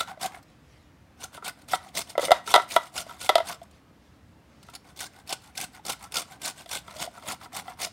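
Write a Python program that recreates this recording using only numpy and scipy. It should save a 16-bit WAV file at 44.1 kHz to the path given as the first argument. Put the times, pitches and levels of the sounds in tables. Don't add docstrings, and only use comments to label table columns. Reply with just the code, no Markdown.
import sys
import numpy as np
from scipy import signal
from scipy.io import wavfile
from scipy.ndimage import uniform_filter1d

SR = 44100
rng = np.random.default_rng(int(sys.argv[2]) if len(sys.argv) > 2 else 0)


def int16_out(signal):
    q = np.round(np.clip(np.atleast_2d(signal).T, -1, 1) * 32767)
    wavfile.write(sys.argv[1], SR, q.astype(np.int16))


N = 349272

# middle in seconds, swell in seconds, rasp in dB, push in dB.
STROKES = [(0, 0.03, -33.5, -35.5), (0.101, 0.031, -53.5, -40), (0.243, 0.032, -34.5, -32.5),
           (0.351, 0.038, -56.5, -43.5), (1.229, 0.038, -48, -49), (1.355, 0.027, -50.5, -48),
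           (1.473, 0.029, -37, -40.5), (1.605, 0.043, -61, -58.5), (1.732, 0.035, -36, -39),
           (1.86, 0.051, -56.5, -49), (1.982, 0.03, -31.5, -37), (2.103, 0.033, -47.5, -49),
           (2.242, 0.039, -34, -36), (2.364, 0.033, -57, -45), (2.507, 0.044, -37, -40.5),
           (2.61, 0.038, -51, -44), (2.735, 0.041, -35.5, -41.5), (2.852, 0.047, -53, -54),
           (2.985, 0.039, -34.5, -40.5), (3.116, 0.054, -52.5, -49), (3.243, 0.044, -37.5, -49),
           (3.5, 0.045, -40, -37.5), (3.636, 0.045, -70, -62), (4.751, 0.02, -55, -51),
           (4.885, 0.046, -59.5, -58), (5.023, 0.041, -43, -48.5), (5.175, 0.052, -58.5, -56),
           (5.316, 0.035, -39, -43), (5.463, 0.051, -57, -56), (5.611, 0.044, -39, -44),
           (5.761, 0.033, -54.5, -51), (5.9, 0.037, -34.5, -39), (6.036, 0.042, -53, -47.5),
           (6.179, 0.043, -36.5, -39), (6.322, 0.043, -52, -48.5), (6.467, 0.042, -33.5, -39.5),
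           (6.601, .04, -48.5, -51), (6.744, 0.046, -35, -44), (6.9, 0.051, -54.5, -48),
           (6.967, 0.027, -49, -53.5), (7.022, 0.034, -35.5, -36), (7.165, 0.05, -56.5, -51),
           (7.241, .02, -53, -51), (7.303, 0.038, -35.5, -36), (7.436, 0.03, -49, -46),
           (7.573, 0.037, -37, -34), (7.694, 0.044, -52.5, -44.5), (7.832, 0.037, -33.5, -36)]
# start in seconds, force in dB.
SNAGS = [(0.212, -28.5), (0.259, -26), (0.427, -49), (.499, -60), (1.238, -26.5), (1.4453, -33),
         (1.479, -23), (1.686, -35), (1.951, -30), (1.979, -40), (2.014, -23.5), (2.251, -19.5),
         (2.462, -46), (3.212, -26), (3.4707, -32), (3.486, -28), (3.63, -46), (3.711, -52), (4.629, -43),
         (4.666, -52), (4.6977, -44.5), (4.737, -40), (4.751, -30.5), (4.962, -42), (4.973, -37.5),
         (4.991, -30), (5.005, -24), (5.015, -30), (5.029, -31), (5.039, -33.5), (5.064, -35),
         (5.274, -39.5), (5.292, -31), (5.3048, -27), (5.326, -21), (5.42, -53), (5.553, -42),
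         (5.5735, -27), (5.577, -24), (5.6122, -21), (5.639, -25.5), (5.747, -42.5), (5.764, -54),
         (5.8513, -30.5), (5.864, -26), (5.898, -21.5), (5.93, -33), (6.039, -36.5), (6.1212, -29.5),
         (6.1413, -23.5), (6.1558, -20.5), (6.168, -16.5), (6.196, -26), (6.218, -29), (6.417, -30.5),
         (6.691, -36), (6.713, -27.5), (6.7576, -29), (7.28, -42), (7.319, -25.5), (7.549, -39),
         (7.565, -23.5), (7.808, -39), (7.8291, -25)]
# frequency in Hz, relative noise density in dB.
TEAR_SPECTRUM = [(120, -34.5), (200, -0.5), (491, -11.5), (659, -2.5), (1180, -10.5), (1370, -8.5),
                 (1680, -17.5), (2130, -4.5), (9230, -8), (16000, -19)]
# frequency in Hz, width in Hz, level in dB.
RUBBED_PLATE = [(2148, 63, -7), (2950, 72, -9.5), (3556, 170, 0), (4470, 500, -1), (5230, 110, -6.5),
                (8615, 780, 0.5)]
# frequency in Hz, width in Hz, level in dB.
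RUBBED_BOWL = [(176, 72, -14), (1015, 220, -5), (2060, 350, -9.5)]
# time in seconds, low tone in Hz, high tone in Hz, gain of the high tone in dB.
SEAT_TONES = [(0, 700, 1466, 7.5), (.25, 770, 1504, -8), (1.4, 700, 1488, 1.5), (1.999, 700, 1447, -12),
              (3.501, 700, 1413, -0.5), (5.001, 780, 1495, -0.5), (5.35, 780, 1450, -2.5),
              (5.9, 760, 1453, -1), (6.2, 720, 1423, -3), (6.751, 760, 1556, -2.5), (7.0, 650, 1377, -4.5),
              (7.3, 680, 1407, -4), (7.57, 750, 1406, -6.5), (7.851, 720, 1388, -4)]
# frequency in Hz, relative noise density in dB.
HUM_SPECTRUM = [(30, -35.5), (51, -2), (123, -6), (307, -9.5), (369, -17), (532, -16.5), (945, -20.5),
                (1230, -21), (9000, -41), (15500, -46)]
# start in seconds, level in dB, bowl pitch in Hz,
# upper modes in dB, hardness in dB, T60 of the bowl's low tone in seconds.
KNOCKS = [(.075, -48.5, 744, 3, 13, 0.023), (.174, -33.5, 645, -20, -19, .034),
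          (1.376, -34.5, 700, 3, -18, 0.021), (1.424, -37.5, 750, 5, -14, 0.028),
          (1.734, -8, 730, -8.5, -13, 0.046), (2.153, -18, 665, -16, -26, 0.026),
          (2.179, -4.5, 597, -17, -14, 0.018), (2.193, -11, 570, -20, -24, 0.019),
          (2.229, -17, 523, -9, -22, 0.045), (2.243, -22, 547.6, -7.5, -13.5, 0.03),
          (2.282, -11, 560, -17, -26, 0.021), (2.293, -15.5, 600, -24, -24, 0.034),
          (2.307, -6, 584, -10, -10.5, .05), (2.317, 3.5, 709, -13, -8.5, .025),
          (2.476, -30, 674, 4, 3, 0.014), (2.54, -2, 786, -1, -1, 0.021),
          (2.552, 0.5, 760, -11.5, -9, 0.021), (2.56, 0, 634, -6.5, -6, 0.025),
          (2.578, -12.5, 716, -7, -16, .034), (2.597, -27, 682, 7, -7, 0.029),
          (2.763, -3, 665, -5.5, -5, 0.04), (3.065, -28, 665, -19, -19, 0.026),
          (3.094, -38.5, 674, 4.5, -2, .034), (3.11, -40.5, 710, 6.5, 4, .034),
          (3.292, -1.5, 757, -8.5, -6, 0.02), (3.298, -5, 630, -25, -10, 0.031),
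          (3.323, -33, 614, 4, -11, .03), (3.355, -2, 685, -11.5, -5, 0.049),
          (3.381, -12.5, 687, -6.5, -5.5, 0.051), (3.402, -13.5, 670, -13.5, -16, 0.066),
          (3.616, -31.5, 678, -43, -15, 0.055), (4.686, -38.5, 695, 1, -5, 0.029),
          (5.585, -31, 720, -30, -16, .034), (5.795, -35.5, 850, -32, -18, 0.023),
          (6.66, -35, 670, -14, 1.5, 0.048), (6.756, -34, 600, -11, -10, 0.036),
          (6.88, -44.5, 643, 9, 7, .03), (6.96, -36, 620, -24, -16, 0.076),
          (7.063, -30, 621, -31, -3, 0.026), (7.075, -26.5, 694, -37, -28, 0.039),
          (7.177, -42, 603, 5.5, -20, 0.027), (7.224, -43.5, 640, 1, 3, 0.031),
          (7.412, -47, 710, 5.5, 0, 0.029), (7.458, -43.5, 750, 9, -15, 0.04),
          (7.68, -28, 748, -10.5, -7, 0.042), (7.868, -31, 690, -13, -8, 0.043)]
# frequency in Hz, level in dB, T60 in seconds.
BOWL_MODES = [(415, -13, 0.053), (961, -4.5, 0.06), (1332.4, 2.5, 0.036), (1240, -22, 0.14)]
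# frequency in Hz, level in dB, T60 in seconds.
FOOT_MODES = [(2019, 0.5, 0.046), (2022, -2, 0.02), (1925, -25, 0.3)]
# frequency in Hz, level in dB, T60 in seconds.
PLATE_MODES = [(2933, -2, 0.018), (3280, -2, 0.058), (3520, -6, 0.06), (3560, 5.5, 0.035),
               (4360, -7, 0.025), (4950, -6.5, 0.026)]
# middle in seconds, swell in seconds, level in dB.
FRUIT_TURNS = [(.5, .06, -69), (.74, 0.12, -65.5), (3.76, 0.041, -64), (4.08, 0.11, -70.5),
               (4.53, 0.074, -69.5), (4.681, 0.057, -60.5)]
# frequency in Hz, relative noise density in dB.
SKIN_SPECTRUM = [(800, -19), (2000, 5), (3500, -0.5), (5500, -1.5), (8000, -8), (11000, -15), (16000, -30)]
# frequency in Hz, T60 in seconds.
ROOM_DECAY = [(300, 0.17), (1500, 0.28), (5000, 0.27), (14000, 0.17)]


def gain_of(db):
    return 10 ** (np.asarray(db) / 20)


def unit_rms(x):
    return x / np.sqrt(np.mean(x ** 2) + 1e-20)


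def curve_at(points, hz):
    f, value = np.transpose(points)
    return np.interp(np.log(hz + 1), np.log(f + 1), value)


def add(mix, s, sound):
    part = mix[round(s * SR):][:len(sound)]
    part += sound[:len(part)]


def patchy_noise(spectrum, depth_db, size):
    frames, hz = 4 * N // size + 5, np.fft.rfftfreq(size, 1 / SR)
    real, imag, patches = rng.standard_normal((frames, len(hz), 3)).T
    patches = unit_rms(uniform_filter1d(uniform_filter1d(patches, size=5, axis=0), size=8, axis=1))
    bins = (real + 1j * imag) * gain_of(curve_at(spectrum, hz)[:, None] + depth_db * patches)
    return unit_rms(signal.istft(bins, nperseg=size, noverlap=3 * size // 4)[1][:N])


def hand_strokes():
    t = np.arange(0, N + 32, 32) / SR
    rasp, push = np.zeros((2, len(t)))
    for middle, swell, rasp_db, push_db in STROKES:
        away = np.minimum(np.abs(t - middle) / swell, 4)
        squareness = np.where(t < middle, 2.3, 2.6)
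        rasp += gain_of(rasp_db - 11 * away ** squareness)
        push += gain_of(push_db - 9.5 * away ** 2)
    return (np.interp(np.arange(N) / SR, t, force) for force in (rasp, push))


def slips(per_s, length_s):
    starts = (rng.random(N) < per_s / SR).astype(float)
    age = np.arange(1500) / SR / length_s
    return unit_rms(0.4 + signal.oaconvolve(starts, age ** 2 * np.exp(-age ** 2))[:N])


def grating():
    rasp, push = hand_strokes()
    tooth_force = np.hypot(rasp * slips(per_s=140, length_s=0.0035), snags())
    tear = tooth_force * patchy_noise(TEAR_SPECTRUM, depth_db=4, size=256)
    plate = chatter(tooth_force, RUBBED_PLATE, per_s=490, spread_db=-2)
    bowl = chatter(push, RUBBED_BOWL, per_s=500, spread_db=4.5) + hollow_bowl(push, tooth_force)
    return tear + gain_of(-10.5) * plate + gain_of(-0.5) * bowl


def contact_taps(per_s, spread_db):
    strength = gain_of(spread_db * np.minimum(rng.exponential(1, N), 4))
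    return strength * (rng.random(N) < per_s / SR)


def chatter(force, resonances, per_s, spread_db):
    out = np.zeros(N)
    for hz, width, db in resonances:
        taps = contact_taps(per_s, spread_db)
        b, a = signal.iirpeak(hz, hz / width, SR)
        unit = np.std(signal.lfilter(b, a, taps))
        out += gain_of(db) * signal.lfilter(b, a, force * taps) / unit
    return out


def hollow_bowl(push, tooth_force, low_width_hz=113.7, high_width_hz=95):
    times, *columns = np.transpose(SEAT_TONES)
    low_hz, high_hz, high_db = (np.interp(np.arange(N) / SR, times, column) for column in columns)
    high_drive = np.hypot(gain_of(-3) * push, gain_of(-6.5) * tooth_force)
    tones = (low_hz, low_width_hz, 0, push), (high_hz, high_width_hz, high_db, high_drive)
    out = np.zeros(N)
    for hz, width, db, drive in tones:
        taps = contact_taps(per_s=450, spread_db=3.4) * rng.choice([-1, 1], N)
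        drift = unit_rms(uniform_filter1d(rng.standard_normal(N // 256 + 1), size=8))
        wavering_hz = hz * (1 + 0.05 * np.repeat(drift, 256)[:N])
        carrier = np.exp(2j * np.pi * np.cumsum(wavering_hz) / SR)
        pole = np.exp(-np.pi * width / SR)
        b, a = [(1 - pole) ** 2], [1, -2 * pole, pole ** 2]
        unit = np.std(signal.lfilter(b, a, taps / carrier))
        out += gain_of(db) * (carrier * signal.lfilter(b, a, drive * taps / carrier)).real / unit
    return out


def kitchen_hum():
    return gain_of(-56) * patchy_noise(HUM_SPECTRUM, depth_db=1.5, size=2048)


def room_reflections(near):
    echoes = np.zeros(SR // 2)
    slots = np.arange(200, len(echoes) - 20, 20)
    echoes[slots + rng.integers(0, 20, len(slots))] = rng.choice([-1., 1.], len(slots))
    hz, t, bins = signal.stft(echoes, SR, nperseg=256)
    decay = gain_of(-60 * t / curve_at(ROOM_DECAY, hz)[:, None])
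    tail = signal.istft(bins * decay, SR, nperseg=256)[1]
    return signal.fftconvolve(near, tail / np.linalg.norm(tail))[:N]


def ring(modes, t, loose):
    offsets = rng.standard_normal((len(modes), 2))
    shakes = loose * uniform_filter1d(rng.standard_normal((len(modes), len(t))), size=120, axis=1)
    out = np.zeros(len(t))
    for (hz, db, t60), (louder, detune), shake in zip(modes, offsets, shakes):
        envelope = gain_of(db + 2 * louder - 60 * t / t60)
        out += envelope * np.sin(2 * np.pi * hz * (1 + 0.014 * detune) * t + shake)
    return out


def foot_knock(db, hz, upper_db, hard_db, t60, crack_t60=0.018, rattle_t60=0.19, rim_hz=962):
    t = np.arange(6000) / SR
    low = ring([(hz, 0, t60)], t, loose=1) * (1 - np.exp(-t / 0.0011))
    upper = gain_of(upper_db) * ring(BOWL_MODES, t, loose=3.5)
    foot = gain_of(-12 + 0.37 * upper_db) * ring(FOOT_MODES, t, loose=2.5)
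    plastic = low + (upper + foot) * (1 - np.exp(-t / 0.0015))
    plate = gain_of(hard_db - 13.5) * ring(PLATE_MODES, t, loose=16)
    hiss = signal.lfilter(*signal.butter(2, (3000, 13000), "band", fs=SR), rng.standard_normal(len(t)))
    crack = gain_of(hard_db - 11.5 - 60 * t / crack_t60) * hiss
    rim = signal.lfilter(*signal.iirpeak(rim_hz, Q=1.8, fs=SR), rng.standard_normal(len(t)))
    rattle = gain_of(-13 - 60 * t / rattle_t60) * rim * (1 - np.exp(-t / 0.035))
    return gain_of(db) * (plastic + plate + crack + rattle)


def snags(swell_s=0.0029, bite_t60=0.0063):
    t = np.arange(4000) / SR
    bite = gain_of(-8 - 60 * t / bite_t60)
    swell = t / swell_s * np.exp(-t / swell_s)
    force = np.zeros(N)
    for start, db in SNAGS:
        add(force, start, gain_of(db) * (bite + swell))
    return force


def fingers():
    t = np.arange(N) / SR
    swell = sum(gain_of(db) * np.exp(-((t - middle) / width) ** 2) for middle, width, db in FRUIT_TURNS)
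    return swell * patchy_noise(SKIN_SPECTRUM, depth_db=4, size=512)


def scene():
    knocks = np.zeros(N)
    for start, *blow in KNOCKS:
        add(knocks, start, foot_knock(*blow))
    small_plastic = signal.butter(3, (330, 14000), "band", fs=SR, output="sos")
    near = grating() + signal.sosfilt(small_plastic, knocks) + fingers()
    return (near + gain_of(-16.5) * room_reflections(near) + kitchen_hum())[None]


def record(dry, bass_hz=48, ceiling=0.97, top_hz=15900):
    thin = signal.sosfilt(signal.butter(4, bass_hz, "high", fs=SR, output="sos"), dry)
    rounded = thin / (1 + (thin / ceiling) ** 4) ** (1 / 4)
    low_pass = signal.firwin(511, top_hz, window=("kaiser", 9), fs=SR)
    return signal.oaconvolve(rounded, low_pass[None], "same")


dry = scene()
out = record(dry)
int16_out(out)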